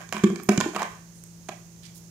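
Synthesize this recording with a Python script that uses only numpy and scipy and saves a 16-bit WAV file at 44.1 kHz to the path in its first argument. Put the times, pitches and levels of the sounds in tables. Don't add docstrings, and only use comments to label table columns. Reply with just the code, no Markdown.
import sys
import numpy as np
from scipy import signal
from scipy.fft import rfft, irfft
from scipy.io import wavfile

SR = 44100
rng = np.random.default_rng(int(sys.argv[2]) if len(sys.argv) > 2 else 0)


def dump(signal):
    limited = np.clip(np.atleast_2d(signal).T, -1, 1)
    pcm = np.round(limited * 32767).astype(np.int16)
    wavfile.write(sys.argv[1], SR, pcm)


N = 92610


def amp(db):
    return 10 ** (np.asarray(db) / 20)


def unit(x):
    return x / np.sqrt(np.mean(x ** 2) + 1e-20)


def blow(x, size=256):
    energy = np.sum(x ** 2, -1, keepdims=True)
    return x * np.sqrt(size / (energy + 1e-20))


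def read(points, hz):
    point_hz, value = np.transpose(points)
    return np.interp(np.log(hz + 1), np.log(point_hz), value)


def add(mix, start_s, sound):
    at = round(start_s * SR)
    sound = sound[..., max(-at, 0):]
    part = mix[..., max(at, 0):][..., :sound.shape[-1]]
    part += sound[..., :part.shape[-1]]


def colour(x, points, size=2048):
    log_gain = np.log(amp(read(points, abs(np.fft.fftfreq(size, 1 / SR)))))
    min_phase = np.exp(np.conj(signal.hilbert(log_gain)))
    taps = np.fft.ifft(min_phase).real[:size // 2]
    if x.ndim > 1:
        taps = taps[None]
    return signal.fftconvolve(x, taps, axes=-1)[..., :x.shape[-1]]


def blend(a, b, same):
    return same * b + np.sqrt(1 - same ** 2) * a


# frequency in Hz, left-right likeness 0..1.
PORT_SAME = [(500, 1), (1200, 1), (2500, 1), (7000, 0.2)]


def pair(z):
    size = z.shape[1]
    same = np.clip(read(PORT_SAME, np.fft.rfftfreq(size, 1 / SR)), 0, 1)
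    a, b = rfft(z)
    return irfft(np.array([blend(a, b, same), b]), size)


GRAIN_DB, GRAIN_SAMPLES = 13, 16
FIRST_TOUCH_DB, FIRST_TOUCH_S, CLICK_FALL_S = 3, 0.00047, 0.003


def contact(t, length_s):
    grains = np.repeat(rng.standard_normal(len(t)), GRAIN_SAMPLES)[:len(t)].clip(-2, 2) / 2
    level_db = GRAIN_DB * grains + FIRST_TOUCH_DB * np.exp(-t / FIRST_TOUCH_S)
    chatter = pair(rng.standard_normal((2, len(t)))) * amp(level_db)
    return chatter * np.exp(-t / length_s / 2 - np.maximum(t - length_s, 0) / CLICK_FALL_S)


# frequency in Hz, relative level in dB, T60 in seconds.
WALL_MODES = [(444, -1.5, 0.024), (628, 0.5, 0.05), (730, 8.5, 0.02), (830, -5, .04), (1013, 7, 0.048),
              (1114, 8.5, 0.036), (1172, 4.5, 0.027), (1490, 3.5, 0.026), (1567, 7.5, 0.0093),
              (1764, -4.5, 0.039), (2150, 0, 0.045), (2330, 5.5, 0.03), (2414, -14, 0.045),
              (3100, 1.5, 0.008)]
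WALL_DETUNE = 0.02
FOCUS_DB, FOCUS_OCTAVES = 10, 0.1
TILT_PIVOT_HZ = 830


def wall(force, tilt_db_per_octave, note_hz):
    out = 0
    bends = 2 * rng.random(len(WALL_MODES)) - 1
    for (hz, db, t60_s), bend in zip(WALL_MODES, bends):
        r = np.exp(-np.log(1000) / (t60_s * SR))
        angle = 2 * np.pi * hz * (1 + WALL_DETUNE * bend) / SR
        ring = signal.lfilter([1, 0, -1], [1, -2 * r * np.cos(angle), r * r], force)
        focus_db = FOCUS_DB * np.exp(-(np.log2(hz / note_hz) / FOCUS_OCTAVES) ** 2 / 2)
        tilt_db = tilt_db_per_octave * np.log2(hz / TILT_PIVOT_HZ)
        out = out + amp(db + focus_db + tilt_db) * blow(ring)
    return out


# frequency in Hz, level in dB, T60 in seconds.
HOLLOW_MODES = [(125, -55, 0.031), (204.7, 2, 0.11), (348.8, -10.5, 0.12), (378.2, -2, 0.078)]
BOOM_RISE_S = 0.0049


def hollow(t):
    boom = sum(amp(db - 60 * t / t60_s) * np.sin(2 * np.pi * hz * t) for hz, db, t60_s in HOLLOW_MODES)
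    return boom * (1 - np.exp(-t / BOOM_RISE_S))


# start in seconds, level in dB, frequency in Hz, decay constant in seconds.
THUDS = [(0.2423, -14, 196.3, 0.011), (0.4941, -23, 260, 0.012), (0.5791, -4.5, 174, 0.0036),
         (0.6583, -15.5, 315, 0.0063), (1.4906, -22.5, 207, 0.0019)]


def thuds():
    out, t = np.zeros(N), np.arange(SR // 2) / SR
    for start_s, db, hz, decay_s in THUDS:
        onset = (1 - np.exp(-2 * t / decay_s)) ** 2
        flex = -np.cos(2 * np.pi * hz * t) * np.exp(-t / decay_s) * onset
        add(out, start_s, amp(db) * np.gradient(flex) * SR / (np.pi * hz))
    return out


# start in seconds, hollow boom in dB, wall clack in dB, rim click in dB,
# wall brightness in dB per octave, favoured wall note in Hz, contact length in seconds.
KNOCKS = [(0.09, -45.5, -48, -40.5, -2, 2300, 0.0023), (0.125, -44, -22.5, -31, -3, 2040, 0.0027),
          (0.1332, -38.5, -37, -33.5, -9, 810, 0.0018), (0.143, -27.5, -30, -43, 1, 1000, 0.0083),
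          (.167, -31.5, -26.5, -60, 4, 1030, 0.0042), (0.181, -36, -39, -37.5, -3, 1000, 0.0027),
          (0.2366, -3, -21.5, -30.5, 10, 1190, 0.0068), (0.302, -16, -35.5, -47.5, -13, 1170, 0.0066),
          (.349, -31.5, -47, -82, 10, 1130, 0.0026), (0.358, -62, -34, -36.5, 10, 1780, 0.0042),
          (0.398, -33, -37, -64, -5, 1090, 0.0043), (0.4885, -5.5, -15, -23.5, -7.5, 1350, 0.005),
          (0.561, -44, -35, -60, -8, 1480, .002), (0.5762, -16.5, -23, -21.5, 15, 760, 0.004),
          (0.603, -66, -22.5, -22, -6, 1480, 0.0076), (0.609, -61, -19.5, -47, 5.5, 1010, 0.003),
          (.633, -27, -54, -45, 32, 1500, 0.0036), (.659, -29.5, -29.5, -61, -30, 716, 0.0032),
          (0.733, -48, -39, -49, -7, 756, 0.0074), (0.7482, -30, -28.5, -43, 6, 750, 0.0088),
          (0.762, -50, -20.5, -35, -8.5, 1140, 0.0051), (.773, -40, -39, -69, -24, 1140, .006),
          (0.793, -37, -31.5, -49, 8, 849, 0.0045), (0.809, -62, -32, -60, 6, 1050, .004),
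          (.818, -56, -25.5, -43, -13, 915, 0.0036), (.829, -32, -28, -36, 9, 1150, 0.0032),
          (1.487, -50.5, -36.5, -36.5, -0.5, 500, 0.0017), (1.4913, -43, -28.5, -44, -9, 694, 0.0033)]
# frequency in Hz, relative level in dB.
RIM_SPECTRUM = [(300, -17), (1500, -7), (2800, -26), (3400, 12), (4100, 5.5), (5000, 8.5), (5700, 6),
                (6750, 17), (7900, 4.5), (10500, -10.5), (16000, -36)]


def knocks():
    out, t = np.zeros((2, N)), np.arange(SR // 2) / SR
    for start_s, boom_db, clack_db, click_db, tilt_db, note_hz, length_s in KNOCKS:
        boom = amp(boom_db) * hollow(t)
        force = contact(t, length_s)
        clack = amp(clack_db) * blow(wall(force, tilt_db, note_hz))
        click = amp(click_db) * blow(colour(force, RIM_SPECTRUM))
        add(out, start_s, boom + clack + click)
    return out + thuds()


# start in seconds, length in seconds, level in dB.
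SCRAPES = [(-.05, 0.097, -57.5), (0.142, 0.067, -60), (0.298, .17, -68), (0.611, 0.095, -63.5),
           (0.763, 0.098, -53.5), (0.863, 0.15, -66)]
SLIPS_PER_S, GRIT_DB = 900, -13
SCRAPE_TILT_DB_PER_OCTAVE, SCRAPE_NOTE_HZ = -2, 1730


def scrapes():
    out, t = np.zeros((2, N)), np.arange(SR // 2) / SR
    for start_s, length_s, db in SCRAPES:
        slips = (rng.random(len(t)) < SLIPS_PER_S / SR) * pair(rng.standard_normal((2, len(t))))
        force = slips * np.sin(np.pi * np.minimum(t / length_s, 1))
        ring = unit(wall(force, SCRAPE_TILT_DB_PER_OCTAVE, SCRAPE_NOTE_HZ))
        grit = amp(GRIT_DB) * unit(colour(force, RIM_SPECTRUM))
        add(out, start_s, amp(db) * (ring + grit) * np.sqrt(t[-1] / length_s))
    return out


# start in seconds, length in seconds, level in dB, first note in Hz, last note in Hz.
ROLLS = [(0.766, 0.032, -36, 1138, 1142), (0.789, .056, -31, 704.7, 1224)]
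ROLL_WIDTH_HZ = 230


def rolls():
    out = np.zeros((2, N))
    r = np.exp(-np.pi * ROLL_WIDTH_HZ / SR)
    for start_s, length_s, db, from_hz, to_hz in ROLLS:
        u = np.arange(0, 1, 1 / (length_s * SR))
        a, b = rng.standard_normal((2, SR // 4))
        jolts = a + 1j * b
        for _ in range(2):
            jolts = signal.lfilter([1 - r], [1, -r], jolts)
        turns = np.cumsum(from_hz * (to_hz / from_hz) ** u) / SR
        note = (jolts[-len(u):] * np.exp(2j * np.pi * turns)).real
        add(out, start_s, amp(db) * unit(note * np.sin(np.pi * u)))
    return out


# start in seconds, level in dB.
TICKS = [(0.433, -40), (1.2375, -40)]
# frequency in Hz, relative level in dB.
TICK_SPECTRUM = [(1000, -7), (4000, -6), (7000, 11), (13000, -1), (16000, -3)]
# start in seconds, length in seconds, level in dB, centre in Hz, width in octaves.
SCUFFS = [(0.424, .03, -44, 12400, 0.13), (1.133, .08, -53, 8550, 0.36), (1.822, 0.044, -46, 3840, 0.88),
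          (1.849, 0.025, -41.5, 4500, 0.71), (1.942, 0.05, -43.5, 7900, 0.81)]
SAND_DB = 7


def paws():
    out, t = np.zeros((2, N)), np.arange(SR // 4) / SR
    for start_s, db in TICKS:
        add(out, start_s, amp(db) * blow(colour(contact(t, length_s=0.0021), TICK_SPECTRUM)))
    octaves = np.log2(np.fft.rfftfreq(len(t), 1 / SR) + 1)
    for start_s, length_s, db, hz, width_octaves in SCUFFS:
        band = np.exp(-((octaves - np.log2(hz)) / width_octaves) ** 2 / 2)
        grains_db = SAND_DB * rng.exponential(1, len(t)).clip(0, 4)
        sand = rng.standard_normal((2, len(t))) * amp(grains_db)
        brush = unit(irfft(rfft(sand) * band, len(t)))
        add(out, start_s, amp(db) * brush * np.sin(np.pi * np.minimum(t / length_s, 1)))
    return out


# frequency in Hz, T60 in seconds.
YARD_T60 = [(200, 0.62), (600, 0.3), (1500, 0.44), (4000, 0.4), (8000, 0.59), (15000, 0.52)]
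# frequency in Hz, level in dB.
YARD_SPECTRUM = [(100, -14.5), (220, -11), (400, -5), (900, -5.5), (2000, -1.5), (4000, -5.5), (7000, -6.5),
                 (14000, -5.5)]
ECHO_DELAY_S, ECHO_RISE_S, ECHO_FALL_S, ECHO_BOOST_DB = 0.018, 0.012, 0.0083, 16
NEAR_SCATTER_DB, YARD_SAME_HZ = -3, 700


def yard(x, size=128):
    hz, t, z = signal.stft(rng.standard_normal((2, SR)), SR, nperseg=size)
    late_s = np.maximum(t - ECHO_DELAY_S, 0)
    echoes = np.minimum(late_s / ECHO_RISE_S, 1) * amp(ECHO_BOOST_DB * np.exp(-late_s / ECHO_FALL_S))
    scatter = amp(NEAR_SCATTER_DB) * np.minimum(t / ECHO_RISE_S, 1)
    decay = amp(-60 * t / read(YARD_T60, hz)[:, None]) * np.maximum(echoes, scatter)
    decay /= np.sqrt((decay ** 2).sum(1, keepdims=True) * size / 2)
    tail = colour(signal.istft(z * decay, SR, nperseg=size)[1], YARD_SPECTRUM)
    a, b = rfft(tail)
    same = np.exp(-(np.fft.rfftfreq(tail.shape[1], 1 / SR) / YARD_SAME_HZ) ** 2)
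    response = irfft(np.array([blend(a, b, same), b]))
    return signal.fftconvolve(x, response, axes=1)[:, :N]


HOLD_DELAY_S, HOLD_DB, HOLD_CUTOFF_HZ = 0.0238, -19.5, 600


def boom_hold(x):
    hz = np.fft.rfftfreq(2 * N, 1 / SR)
    path = amp(HOLD_DB) * np.exp(-2j * np.pi * hz * HOLD_DELAY_S) / (1 + 1j * hz / HOLD_CUTOFF_HZ)
    return irfft(rfft(x, 2 * N) * path)[:, :N]


TURN_S = 0.12


def surroundings(x, count=3):
    turn = np.arange(N) / SR / TURN_S
    out = 0
    for k in range(count):
        away = abs((turn - k + count / 2) % count - count / 2)
        out = out + yard(x * np.cos(np.pi / 2 * np.minimum(away, 1)))
    return out + boom_hold(x)


# frequency in Hz, rms level in dB.
HUM = [(113.2, -60.5), (169.6, -49.5), (339.2, -68)]
HUM_WAVER = 0.033


def motor():
    t, hz = np.arange(N) / SR, np.fft.rfftfreq(N, 1 / SR)
    waver = unit(irfft(rfft(rng.standard_normal(N)) * np.exp(-hz / 6), N))
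    hum = sum(amp(db) * np.sqrt(2) * np.sin(2 * np.pi * (f * t + rng.random())) for f, db in HUM)
    return hum * (1 + HUM_WAVER * waver)


# frequency in Hz, relative density in dB.
AIR_SPECTRUM = [(20, -36), (45, -3.5), (110, 4.5), (190, 3.5), (260, -7), (420, -8.5), (1260, -16.5),
                (3600, -18.5), (5000, -12.5), (6500, -4), (8000, -14), (10000, -18), (15400, -22),
                (16000, -38)]
# frequency in Hz, left-right likeness.
AIR_SAME = [(60, 1), (150, 0.27), (300, 0.67), (640, 0.44), (1400, 0.037)]
# frequency in Hz, gain in dB.
LEFT_AIR = [(60, -.5), (700, -2), (2400, -3.5), (4400, -6.5), (6600, -20.5), (9000, -8.5), (15000, -1.5)]
AIR_DB = -52


def night_air():
    hz = np.fft.rfftfreq(N, 1 / SR)
    a, b = rfft(rng.standard_normal((2, N)))
    same = np.clip(read(AIR_SAME, hz), -1, 1)
    left = blend(a, b, same) * amp(read(LEFT_AIR, hz))
    return amp(AIR_DB) * unit(irfft(np.array([left, b]) * amp(read(AIR_SPECTRUM, hz)), N))


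# frequency in Hz, gain in dB.
LEFT_MIC = [(60, -.7), (250, -1.5), (450, -1.5), (740, -2), (1220, -4.5), (2010, -7), (3330, -12),
            (5500, -21), (7000, -23), (9000, -17.5), (15000, -11)]


def scene():
    near = knocks() + scrapes() + rolls() + paws()
    left, right = near + surroundings(near)
    return np.array([colour(left, LEFT_MIC), right]) + night_air() + motor()


EDGE_HZ = 15800


def record(dry):
    taps = signal.firwin(511, EDGE_HZ, window=("kaiser", 9), fs=SR)
    return signal.oaconvolve(dry, taps[None], "same")


dry = scene()
out = record(dry)
dump(out)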